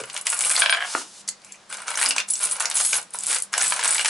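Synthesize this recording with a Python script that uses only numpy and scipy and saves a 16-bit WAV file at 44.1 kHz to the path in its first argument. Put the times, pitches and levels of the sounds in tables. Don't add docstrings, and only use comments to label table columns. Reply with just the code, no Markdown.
import sys
import numpy as np
from scipy import signal
from scipy.fft import rfft, irfft, next_fast_len
from scipy.io import wavfile
from scipy.ndimage import uniform_filter1d, minimum_filter1d, map_coordinates

SR = 44100
rng = np.random.default_rng(int(sys.argv[2]) if len(sys.argv) > 2 else 0)


def voltage_ratio(decibels):
    exponent = np.asarray(decibels, float) / 20
    return 10 ** exponent


def master(y):
    cut = np.clip(np.atleast_2d(y).T, -1, 1)
    pcm = np.round(cut * 32767)
    wavfile.write(sys.argv[1], SR, pcm.astype(np.int16))


N = 180369

# (frequency [Hz], density [dB per Hz])
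AIR_SPECTRUM = [(25, -13), (70, -15), (130, -2.5), (300, -3.5), (700, 0.5), (1500, -1), (2400, -5),
                (6000, -6.5), (11000, -13.5)]
# (frequency [Hz], level [dB rms])
HUM_TONES = [(199.2, -66.5)]
# (start [s], length [s], jingle level [dB], heap rattle over it [dB])
STREAM_SURGES = [(0, 0.0057, -36, 8.5), (0.071, 0.096, -45.5, 5.5), (0.149, 0.049, -41.5, 7.5),
                 (0.256, 0.19, -30.5, -1), (0.426, 0.21, -25.5, -1.5), (0.612, 0.15, -37.5, 11.5),
                 (0.805, 0.03, -41.5, 13), (0.869, 0.16, -45, 7.5), (1.44, 0.099, -52, -4),
                 (1.697, 0.036, -35, -4.5), (1.715, 0.43, -45.5, 10.5), (1.873, 0.2, -37.5, 5),
                 (1.976, 0.13, -27.5, 1.5), (2.159, 0.04, -39, 9.5), (2.283, 0.1, -32, -12),
                 (2.403, 0.12, -27, -3), (2.497, 0.14, -38, 7), (2.596, 0.22, -39, 5.5),
                 (2.745, 0.22, -21.5, -13), (2.922, 0.066, -33.5, 3.5), (3.133, 0.09, -36.5, -7),
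                 (3.227, 0.035, -32.5, -10), (3.275, 0.084, -22.5, -8), (3.527, 0.13, -35, 7.5),
                 (3.593, 0.13, -23, -9.5), (3.733, 0.073, -32.5, 1), (3.831, 0.19, -26, -3),
                 (4.048, .05, -21.5, -17)]
COIN_MODES_HZ = [7750, 8100, 8870, 9170, 9800, 10200, 10800]
# (frequency [Hz], width [Hz], level [dB])
HEAP_MODES = [(478, 150, -4), (676, 30, 7), (1452, 150, 3), (1618, 71, 9.5), (2280, 210, -0.5),
              (2900, 37, 10.5)]
# (time [s], peak [dB], centre [Hz])
BOARD_THUDS = [
    (.002, -14.5, 490),
    (.016, -22.5, 406),
    (.454, -24.5, 484),
    (2.46, -28, 574),
    (2.928, -23.5, 523),
    (3.291, -24.5, 460),
]
# (time [s], peak [dB], frequency [Hz])
TABLE_BOOMS = [(.004, -45.5, 128), (0.461, -48, 160), (2.061, -46, 272), (2.46, -50, 170), (2.93, -50, 164),
               (2.978, -55, 173), (3.295, -55, 171), (3.63, -52, 171), (3.70, -53, 172),
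               (3.889, -51.5, 168), (3.999, -54, 170)]
# (time [s], peak [dB], centre [Hz])
FIRST_HANDFUL_TICKS = [(0.0102, -24, 9800), (0.0365, -24.5, 6800), (0.1314, -26, 8300), (0.1437, -20, 9250),
                       (0.1759, -17, 8750), (0.2119, -16.5, 9900), (0.2674, -9, 9000), (0.3008, -5, 9650),
                       (0.3902, -8, 8900), (0.4071, -3.5, 9300), (0.4491, -6.5, 9800), (0.4953, -9.5, 8100),
                       (0.5559, -5, 11200), (0.5641, 1, 4330), (0.5918, -7, 10430), (0.6962, -8.5, 3800),
                       (1.2846, -34, 6200), (1.2888, -8, 7640), (1.4184, -38, 4430), (1.4465, -30.5, 6400),
                       (1.5219, -26.5, 7200), (1.5564, -37.5, 6500)]
# (time [s], peak [dB], centre [Hz])
SECOND_HANDFUL_TICKS = [(1.726, -21, 7230), (1.7701, -25, 7300), (1.8187, -28, 8700), (1.88, -18, 7100),
                        (1.955, -15, 6550), (2.022, -1, 9500), (2.0605, -5.5, 4970), (2.088, -7.5, 10600),
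                        (2.1078, -7, 4800), (2.163, -13.5, 6220), (2.1815, -11, 6850), (2.2002, -21, 5860),
                        (2.287, -18, 8400), (2.3783, -18, 8900), (2.4383, -8, 9800), (2.599, -13, 6500),
                        (2.623, -14, 7100), (2.656, -10, 5470), (2.713, -15, 5600), (2.9284, -10.5, 7300),
                        (3.1872, -14, 8100), (3.236, -11.5, 9230), (3.385, -13, 9000), (3.4221, -11, 9800),
                        (3.53, -16, 7050), (3.7378, -13, 8300), (3.7937, -17.5, 6350),
                        (3.8365, -10.5, 9400), (3.9463, -6, 8100), (4.0576, 2, 6260)]
# (time [s], peak [dB], centre [Hz])
STRAGGLER_TICKS = [(0.056, -28, 10400), (1.214, -41, 5000), (2.355, -18, 6000), (2.3915, -19, 9100),
                   (2.565, -18.5, 10100), (2.6995, -12, 9100), (2.81, -8, 9400), (2.8406, -13, 10200),
                   (3.015, -22.5, 8300), (3.0273, -22, 9250), (3.106, -30, 9800), (3.154, -16, 10350),
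                   (2.014, -4, 9200), (2.037, -8, 10400), (3.207, -17, 8000), (3.401, -16.5, 8550),
                   (3.434, -18.5, 9000), (3.6994, -12, 10400)]
# (time [s], peak [dB], centre [Hz])
LESSER_TICKS = [(0.1607, -27, 6560), (0.2783, -26, 8170), (0.3081, -21, 8620), (0.32, -14, 8390),
                (0.328, -17, 7100), (0.3332, -15, 8360), (0.3443, -13.5, 9300), (0.3691, -19, 8360),
                (0.3737, -18, 9050), (0.381, -19, 9230), (0.4143, -13, 7970), (0.4223, -13, 8600),
                (0.4276, -15, 8970), (0.4553, -14, 7900), (0.4781, -17, 8650), (0.4874, -15, 8500),
                (0.501, -14, 8300), (0.516, -2.5, 9000), (0.522, -10, 9000), (0.5345, -16, 8310),
                (0.5464, -18, 7840), (0.5773, -22, 7850), (0.587, -26, 6840), (0.603, -12, 8720),
                (0.6135, -21, 8950), (1.743, -26, 7300), (1.9386, -26, 7400), (1.9885, -22, 7900),
                (2.0278, -0.5, 10200), (2.0422, -7, 10100), (2.055, 1, 9200), (2.0656, -16, 7400),
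                (2.0912, -12, 8650), (2.0971, -11.5, 9000), (2.1194, -24, 6900), (2.1716, -31, 6400),
                (2.195, -22, 7560), (2.3104, -25, 9540), (2.316, -30, 9700), (2.3304, -24, 9100),
                (2.4075, -23, 7710), (2.4137, -18, 8620), (2.4318, -11.5, 9300), (2.4445, -13, 8850),
                (2.4515, -9, 8620), (2.4558, -12, 8950), (2.4706, -21, 7560), (2.491, -27, 8610),
                (2.497, -24, 8560), (2.5124, -12, 8060), (2.543, -35, 8240),
                (2.755, -8, 9100), (2.7759, -3, 8900), (2.8047, -15, 8520), (2.8212, -25, 8320),
                     (2.8295, -16, 8300), (2.8492, 1, 8970), (2.8545, -5, 9000), (2.872, -16, 9800),
                     (2.8793, -25, 8660), (2.8877, -26, 9400), (2.8965, -14, 8640), (2.9151, -28, 8800),
                     (2.932, -13, 7930), (2.945, -16, 8320), (2.9573, -14, 8900), (2.9662, -12, 9240),
                     (2.978, -21, 9340), (2.9858, -23, 7960), (3.2603, -15, 7230), (3.2674, -9.5, 8600),
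                     (3.274, -27, 8060), (3.2847, -16, 8440), (3.298, -16, 8640), (3.306, -11, 8360),
                     (3.3152, -11, 7950), (3.328, -6.5, 8250), (3.3363, -11, 8850), (3.3462, -9, 8130),
                     (3.352, -18, 7900), (3.361, -18, 8500), (3.538, -13.5, 5660), (3.607, -16, 5140),
                     (3.6122, -9, 5340), (3.6226, -8, 9400), (3.6304, -6, 9150), (3.6395, -8, 9540),
                     (3.646, -16, 7980), (3.6494, -17, 8180), (3.68, -11, 10200), (3.686, -20, 8800),
                     (3.7052, -10, 9400), (3.7231, -19, 7860), (3.763, -15, 8000), (3.8105, -26, 6700),
                     (3.8222, -25, 6490), (3.8285, -22, 7780), (3.846, -10, 8160), (3.857, -12, 7860),
                     (3.8908, -12, 8400), (3.926, -14, 8790), (3.9533, -17, 7620), (3.9648, -11, 8170),
                     (3.9809, -24, 6800), (3.991, -22, 7150), (4, -28, 6800), (4.011, -15.5, 7040),
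                     (4.0464, -15, 7350), (4.0649, -26, 8100), (4.076, -16, 7610), (4.0834, -13, 5700)]
# (time [s], peak [dB], centre [Hz])
HEAP_KNOCKS = [(0.0373, -24, 1370), (0.0985, -26, 2900), (0.1644, -16, 2900), (0.269, -12.5, 2280),
               (0.3283, -13.5, 1370), (0.4489, -19, 2620), (0.501, -19, 1810), (1.7013, -33, 1460),
               (1.7266, -25.5, 1614), (1.8812, -19, 1360), (2.0141, -14, 1500), (2.1078, -10.5, 2900),
               (2.1632, -15, 1600), (2.1818, -10, 2670), (2.202, -14, 2680), (2.6041, -13.5, 1360),
               (2.6475, -18, 950), (2.7127, -19, 2050), (2.9309, -10.5, 2360), (3.1461, -22, 950),
               (3.3279, -16, 1820), (3.5386, -13, 1670), (3.7222, -10, 1610), (3.7928, -15.5, 1630),
               (3.8115, -19, 2050), (3.8455, -12.5, 1800), (3.9809, -12.5, 2350), (3.9939, -11, 1750),
               (4.0472, -11.5, 2130)]
# (time [s], peak [dB], centre [Hz])
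MORE_HEAP_KNOCKS = [(0.1765, -24.5, 2080), (0.408, -18, 2210), (0.438, -21.5, 2440), (0.455, -30, 1780),
                    (0.5135, -16, 1600), (0.5352, -19.5, 1700), (0.5541, -15, 2020), (0.5629, -20, 1960),
                    (0.5829, -19.5, 1860), (1.904, -23, 1710), (1.942, -21, 1980), (1.9737, -16.5, 1460),
                    (1.988, -17.5, 1820), (2, -21, 1470), (2.0223, -17, 1630), (2.028, -15, 2100),
                    (2.038, -23, 1590), (2.0551, -20, 1710), (2.061, -18, 2360), (2.187, -35, 2040),
                    (2.4126, -29, 1420), (2.4383, -29, 1500), (1.8200, -27, 1400), (2.472, -27, 1630),
                    (2.655, -18, 1900), (2.9454, -22.5, 1680), (2.9572, -24, 1530), (3.314, -24, 2550),
                    (3.3345, -22, 1700), (3.3558, -25, 1600), (3.3648, -20, 1520), (3.5307, -18, 1650),
                    (3.5476, -23, 1720), (3.5995, -22, 1560), (3.608, -22, 1520), (3.6141, -17.5, 1600),
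                    (3.631, -18, 1720), (3.6441, -15, 1840), (1.7480, -31, 1420), (1.711, -34.5, 1420),
                    (3.7676, -21, 1570), (3.828, -18.5, 1670), (3.8372, -16.5, 1610), (3.8604, -14.5, 1510),
                    (3.8673, -22, 1520), (3.8883, -17.5, 1700), (3.9253, -19.5, 1920), (3.9491, -20, 1770),
                    (3.9572, -16.5, 1556), (3.9643, -27, 2130), (4.0113, -16, 2030), (1.7840, -27, 1450),
                    (4.0576, -11.5, 1850), (4.0833, -12, 1840)]
WEDGED_HZ = [950, 1445, 1570, 2280, 2900, 3520, 4800]
# (time [s], frequency [Hz], peak [dB], flight [s])
COIN_FLIGHTS = [(0.293, 8000, -23, 0.019), (0.438, 8160, -21, 0.022), (0.467, 9300, -19, 0.019),
                (0.511, 8570, -15, 0.0099), (0.596, 8870, -15, 0.014), (0.598, 9180, -13.5, 0.014),
                (0.703, 9250, -18, 0.024), (2.301, 7750, -19, 0.0091), (2.305, 9820, -20, 0.03),
                (2.305, 10080, -13.5, 0.0084), (2.336, 7800, -13, 0.0069), (2.422, 10500, -20.5, 0.043),
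                (2.519, 9720, -15, 0.011), (2.755, 9700, -17, 0.019), (2.767, 7640, -12.5, 0.0045),
                (2.77, 6640, -26.5, 0.05), (2.795, 9830, -17, 0.0081), (2.93, 6630, -27, 0.04),
                (2.863, 10990, -15, 0.02), (2.85, 6700, -32.5, 0.09), (2.905, 10840, -27, 0.023),
                (3.137, 9950, -22, 0.0075), (3.292, 9400, -25, 0.03), (3.579, 7750, -19, 0.008),
                (3.662, 7730, -20, 0.026), (3.877, 8100, -11.5, 0.0076), (3.907, 7740, -12, 0.0043),
                (3.909, 9170, -15.5, 0.026), (3.846, 7900, -23, .03), (3.847, 9250, -19.5, 0.025),
                (2.957, 10800, -20, 0.021), (0.737, 6900, -33, 0.016), (3.933, 7830, -23, 0.039)]
# (time [s], peak [dB])
SKIPS = [
    (.6198, 1.5),
    (.6605, -1),
    (.6957, -1),
    (.7257, 0),
    (.748, -8.5),
]
# (frequency [Hz], width [Hz], level [dB])
SKIP_WOOD = [(676, 32, -7.5), (1060, 130, -11), (1600, 102, 3), (2360, 200, -2), (3220, 350, -3),
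             (4940, 660, -10.5)]
# (time [s], peak [dB])
RIM_CHATTER = [(.7593, -21), (.7664, -24), (.7717, -11.5), (.776, -15), (.7812, -15), (.786, -16),
               (.79, -15), (.806, -11.5), (.8111, -13.5), (.8191, -14), (.8245, -7.5), (.8381, -14),
               (.8471, -14), (.8525, -16)]
# (frequency [Hz], width [Hz], level [dB])
RIM_WOOD = [(710, 40, -2), (1030, 330, -12), (1670, 210, 1), (2240, 240, -5.5), (3100, 240, -0.5)]
# (time [s], level [dB])
HAND_BRUSH = [
    (.82, -45.5),
    (.87, -35),
    (.93, -30.5),
    (1.02, -34.5),
    (1.06, -45.5),
    (1.11, -49),
    (1.15, -43),
    (1.215, -46),
    (1.225, -57),
]
# (time [s], peak [dB])
FLAT_DROP = [
    (.9502, -6.5),
]
# (frequency [Hz], width [Hz], level [dB])
DROP_WOOD = [(320, 120, -3.5), (636, 170, -1), (880, 200, -0.5), (1270, 290, 5.5), (1500, 150, 2),
             (1710, 240, -1), (2280, 790, -4)]
# (time [s], peak [dB], centre [Hz])
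CONTACT_CLUSTERS = [
    (1.2765, -19, 5960),
    (1.902, -16, 9900),
    (1.972, -10.5, 9100),
    (2.603, -7, 10100),
    (3.577, -9, 8000),
]
# (frequency [Hz], level [dB], t60 [s])
LONE_MODES = [(2080, -9, 0.033), (3600, -12, 0.025), (4530, 0.5, 0.021), (6800, -24, 0.03),
              (7300, -7, 0.034), (8000, 1, 0.029), (9800, -8, 0.024)]
# (time [s], peak [dB], centre [Hz])
HEAP_CREAKS = [
    (1.435, -46, 2360),
    (1.462, -46, 2320),
    (1.486, -43, 2500),
    (1.504, -41, 2420),
    (1.54, -41, 2380),
]
# (frequency [Hz], t60 [s])
ROOM_DECAY = [(300, 0.33), (1500, 0.18), (5000, 0.17), (10000, 0.1)]

AIR_DB = -52
RISE_DB_PER_S, FALL_DB_PER_S = 3000, 418
SETTLE_DB, SETTLE_DB_PER_S = -21, 130
BOOM_T60_S = 0.28
LOUDEST_TICK_DB = -8
LAUNCH_DB = 2.5
CHIME_DB, CHIME_T60_S = -10, 0.015
PARTIAL_DB, PARTIAL_T60_S, PARTIAL_SPREAD = -12, 0.038, 0.038
BRUSH_HZ, BRUSH_OCTAVES = 6550, 1
LONE_S, LONE_DB = 1.2865, -20.5
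LIMIT_PEAK, TOP_HZ = 0.74, 11016


def unit(x):
    return x / np.sqrt(np.mean(x ** 2) + 1e-20)


def along(points, hz):
    f, v = np.transpose(points)
    return np.interp(np.log(hz + 1), np.log(f + 1), v)


def wobble(rate_hz):
    knots = rng.standard_normal(int(N * rate_hz / SR) + 4)
    return map_coordinates(knots, [np.arange(N) * rate_hz / SR])


def filtered(x, response):
    m = next_fast_len(N + SR // 2)
    return irfft(rfft(x, m) * response(np.fft.rfftfreq(m, 1 / SR)), m)[..., :N]


def bell(centre_hz, octaves):
    return lambda hz: np.exp(-.5 * (np.log2((hz + 1) / centre_hz) / octaves) ** 2)


def resonances(modes):
    def response(hz):
        total = 0
        for k, (centre, width, db) in enumerate(modes):
            loss = 1j * hz * width
            total = total + (-1) ** k * voltage_ratio(db) * loss / (centre * centre - hz * hz + loss)
        return total
    return response


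def columns(table):
    return np.array(table, float)[:, :, None].transpose(1, 0, 2)


def place(start_s, shapes):
    at = np.round(np.asarray(start_s) * SR).astype(int)[:, None] + np.arange(shapes.shape[1])
    return np.bincount(at.ravel(), shapes.ravel(), N + SR)[:N]


def damped(start_s, hz, db, t60_s, size):
    t = np.arange(size) / SR
    fade = voltage_ratio(db[:, None] - 60 * t / t60_s[:, None])
    return place(start_s, fade * np.sin(2 * np.pi * hz[:, None] * t))


def strikes(rows, octaves, skirt_db, rise_s, snap_s, rattle_s, rattle_db, size):
    start_s, db, centre_hz = columns(rows)
    t, f = np.arange(size) / SR, np.fft.rfftfreq(size, 1 / SR) + 1
    colour = np.exp(-.5 * (np.log2(f / centre_hz) / octaves) ** 2)
    colour = colour + voltage_ratio(skirt_db) * np.minimum(f / centre_hz, 1)
    noise = irfft(rfft(rng.standard_normal((len(start_s), size))) * colour, size)
    decay = voltage_ratio(-60 * t / snap_s) + voltage_ratio(rattle_db - 60 * t / rattle_s)
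    blow = noise * (1 - np.exp(-t / rise_s)) * decay
    return place(start_s[:, 0], voltage_ratio(db) * blow / abs(blow).max(axis=1, keepdims=True))


def taps(rows, modes, chatter):
    start_s, db = columns(rows)
    k, width = np.arange(400), 1.5 - db / 9
    push = np.exp(-.5 * ((k - 8) / width) ** 2) / width
    push = push + chatter * rng.standard_normal((len(start_s), 400)) * np.exp(-k / 110)
    wood = resonances(modes)
    peak = abs(filtered(np.eye(1, N)[0], wood)).max()
    return filtered(place(start_s[:, 0] - 8 / SR, voltage_ratio(db) * push), wood) / (2 * peak)


def room_tone():
    mid, side = filtered(rng.standard_normal((2, N)), lambda hz: voltage_ratio(along(AIR_SPECTRUM, hz)))
    tone = voltage_ratio(AIR_DB) * unit(np.array([mid + 0.51 * side, mid - 0.28 * side]))
    t = np.arange(N) / SR
    for hz, db in HUM_TONES:
        level = voltage_ratio(db + 3.5 + 3.1 * wobble(12))
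        tone = tone + level * np.sin(2 * np.pi * hz * t + 0.19 * wobble(7.86))
    return tone


def stream():
    start, length, db, depth_db = columns(STREAM_SURGES)
    t = np.arange(0, N, 32) / SR
    after = np.maximum(t - start - length, 0)
    shape_db = db - RISE_DB_PER_S * np.maximum(start - t, 0)
    shape_db = shape_db - np.minimum(FALL_DB_PER_S * after, SETTLE_DB_PER_S * after - SETTLE_DB)
    levels = []
    for extra_db in (0 * depth_db, 0.5 * depth_db + 1.5, depth_db):
        power = (voltage_ratio(shape_db + extra_db) ** 2).sum(0)
        levels.append(np.interp(np.arange(N) / SR, t, 10 * np.log10(power + 1e-12)))
    return levels


def slips(count, scatter_db):
    luck = rng.random((count, 2))
    return luck[:, 0] * N / SR, -scatter_db * np.log(1.005 - luck[:, 1])


def slide():
    jingle_db, scrape_db, rattle_db = stream()
    start_s, db = slips(count=9000, scatter_db=5.0)
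    luck = rng.standard_normal((len(start_s), 2))
    pitch_hz = rng.choice(COIN_MODES_HZ, len(start_s)) * np.exp(.014 * luck[:, 0])
    rings = damped(start_s, pitch_hz, db, 0.031 * np.exp(.5 * luck[:, 1]), size=500)

    start_s, db = slips(count=6000, scatter_db=3.0)
    grains = rng.standard_normal((len(start_s), 24)) * np.exp(-np.arange(24) / 9)
    grit = place(start_s, voltage_ratio(db)[:, None] * grains)
    bright = unit(filtered(grit, bell(9000, 1.0)))
    scrape = unit(filtered(grit, bell(3800, 0.79)))
    low = unit(filtered(grit, bell(920, 0.59)))
    jingle = unit(1.03 * unit(rings) + 0.48 * bright)
    rattle = unit(0.78 * unit(filtered(grit, resonances(HEAP_MODES))) + 0.81 * low)

    surge = np.tanh(wobble(60))
    return (voltage_ratio(jingle_db + 1.8 * surge - 3.5) * jingle
            + voltage_ratio(scrape_db + 5.1 * surge - 12.5) * scrape
            + voltage_ratio(rattle_db + 3.7 * surge - 7.0) * rattle)


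def thuds():
    return 0.43 * strikes(BOARD_THUDS, octaves=0.29, skirt_db=-26.5, rise_s=0.00053, snap_s=0.045,
                          rattle_s=0.07, rattle_db=-14, size=5000)


def booms():
    start_s, db, hz = np.transpose(TABLE_BOOMS)
    return damped(start_s, hz, db, BOOM_T60_S + 0 * start_s, size=8000)


def ticks():
    launches = [(s, db + LAUNCH_DB, hz) for s, hz, db, _ in COIN_FLIGHTS]
    lesser = [(s, db, 1.08 * hz) for s, db, hz in LESSER_TICKS]
    rows = FIRST_HANDFUL_TICKS + SECOND_HANDFUL_TICKS + STRAGGLER_TICKS + launches + lesser
    rows = [(s, min(db, LOUDEST_TICK_DB), hz) for s, db, hz in rows]
    start_s, db, centre_hz = np.transpose(rows)
    luck = rng.standard_normal((len(start_s), 2))
    chimes = damped(start_s, centre_hz * np.exp(0.033 * luck[:, 0]), db + CHIME_DB + 3 * luck[:, 1],
                    CHIME_T60_S + 0 * start_s, size=1500)
    snaps = strikes(rows, octaves=.3, skirt_db=-5, rise_s=3e-4, snap_s=.008,
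                    rattle_s=.03, rattle_db=-11, size=1500)
    return 1.35 * snaps + chimes


def knocks():
    blows = strikes(HEAP_KNOCKS + MORE_HEAP_KNOCKS, octaves=0.92, skirt_db=-11.5, rise_s=0.00041, snap_s=0.0069,
                    rattle_s=0.062, rattle_db=-9.5, size=2500)
    return 1.295 * blows + .5 * filtered(blows, resonances(HEAP_MODES))


def nearest_wedged(hz):
    ratio = np.outer(hz, 1 / np.array(WEDGED_HZ))
    return np.take(WEDGED_HZ, abs(np.log(ratio)).argmin(axis=1))


def partials():
    start_s, db, centre_hz = np.transpose(HEAP_KNOCKS + MORE_HEAP_KNOCKS)
    luck = rng.standard_normal((len(start_s), 3))
    t60_s = PARTIAL_T60_S + 0 * start_s
    own_hz = np.sqrt(centre_hz * nearest_wedged(centre_hz))
    own = damped(start_s, own_hz, db + PARTIAL_DB + 3.5, 0.8 * t60_s, size=2000)
    other_hz = nearest_wedged(centre_hz * np.exp(0.4 * luck[:, 2])) * np.exp(PARTIAL_SPREAD * luck[:, 0])
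    other = damped(start_s, other_hz, db + PARTIAL_DB + 3 * luck[:, 1], t60_s, size=2000)
    return own + other


def flights():
    start_s, hz, db, flight_s = columns(COIN_FLIGHTS)
    t, luck = np.arange(4000) / SR, rng.random((len(start_s), 2))
    fade_db = -4 * np.minimum(t / flight_s, 1) - 60 * np.maximum(t - flight_s, 0) / 0.02
    fade = voltage_ratio(fade_db) * (1 - np.exp(-t / 0.0012))
    twin = .2 * np.sin(2 * np.pi * ((hz + 250 * luck[:, :1]) * t + luck[:, 1:]))
    return place(start_s[:, 0], voltage_ratio(db - 2.5) * fade * (np.sin(2 * np.pi * hz * t) + twin))


def skipping_coin():
    return taps(SKIPS, SKIP_WOOD, chatter=.07) + taps(RIM_CHATTER, RIM_WOOD, chatter=.05)


def brush():
    time_s, db = np.transpose(HAND_BRUSH)
    hiss = filtered(rng.standard_normal(N), bell(BRUSH_HZ, BRUSH_OCTAVES))
    level_db = np.interp(np.arange(N) / SR, time_s, db, left=-120, right=-120)
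    return voltage_ratio(level_db + 0.93 * wobble(39.8)) * unit(hiss)


def flat_drop():
    return taps(FLAT_DROP, DROP_WOOD, chatter=.1)


def clusters():
    return strikes(CONTACT_CLUSTERS, octaves=.5, skirt_db=-12, rise_s=2e-3, snap_s=.022,
                   rattle_s=.1, rattle_db=-15, size=4000)


def lone_coin():
    hz, db, t60_s = np.transpose(LONE_MODES)
    return damped(LONE_S + 0 * hz, hz, db + LONE_DB, t60_s, size=2000)


def creaks():
    return strikes(HEAP_CREAKS, octaves=0.18, skirt_db=-22, rise_s=.004, snap_s=.07,
                   rattle_s=.07, rattle_db=0, size=2500)


def room(x):
    hz, t, z = signal.stft(rng.standard_normal((2, SR // 3)), SR, nperseg=256)
    decay = voltage_ratio(-60 * t / along(ROOM_DECAY, hz)[:, None])
    mid, side = signal.istft(z * decay, SR, nperseg=256)[1]
    side = signal.lfilter(*signal.butter(1, 900, 'high', fs=SR), side)
    tail = np.array([mid + 0.64 * side, mid - 0.78 * side]) / np.linalg.norm(mid)
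    return signal.fftconvolve(np.pad(x, (130, 0))[None], tail, axes=1)[:, :N]


def scene():
    metal = slide() + ticks() + knocks() + partials() + flights() + skipping_coin()
    metal = metal + brush() + clusters() + lone_coin() + creaks()
    board = thuds() + booms() + flat_drop()
    coins = filtered(metal, lambda hz: (1j * hz / (380 + 1j * hz)) ** 3)
    coins = coins + filtered(board, lambda hz: (1j * hz / (110 + 1j * hz)) ** 2)
    turn = np.arange(N) * 5 // SR % 3
    echo = sum(room(coins * (turn == k)) for k in range(3))
    direct = coins * voltage_ratio(np.array([[.4], [-.3]]))
    return direct + voltage_ratio(-8.0) * echo + room_tone()


def low_pass(x):
    return signal.sosfilt(signal.butter(12, 12380, fs=SR, output="sos"), x)


def record(dry):
    need = np.minimum(1, LIMIT_PEAK / (abs(dry).max(axis=0) + 1e-9))
    gain = uniform_filter1d(minimum_filter1d(need, size=90), size=80)
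    edge = lambda hz: voltage_ratio(-np.clip((hz - TOP_HZ) / 14, 0, 45) - np.clip((hz - TOP_HZ) / 110, 0, 60))
    return low_pass(filtered(dry * gain, edge))


dry = scene()
out = record(dry)
master(out)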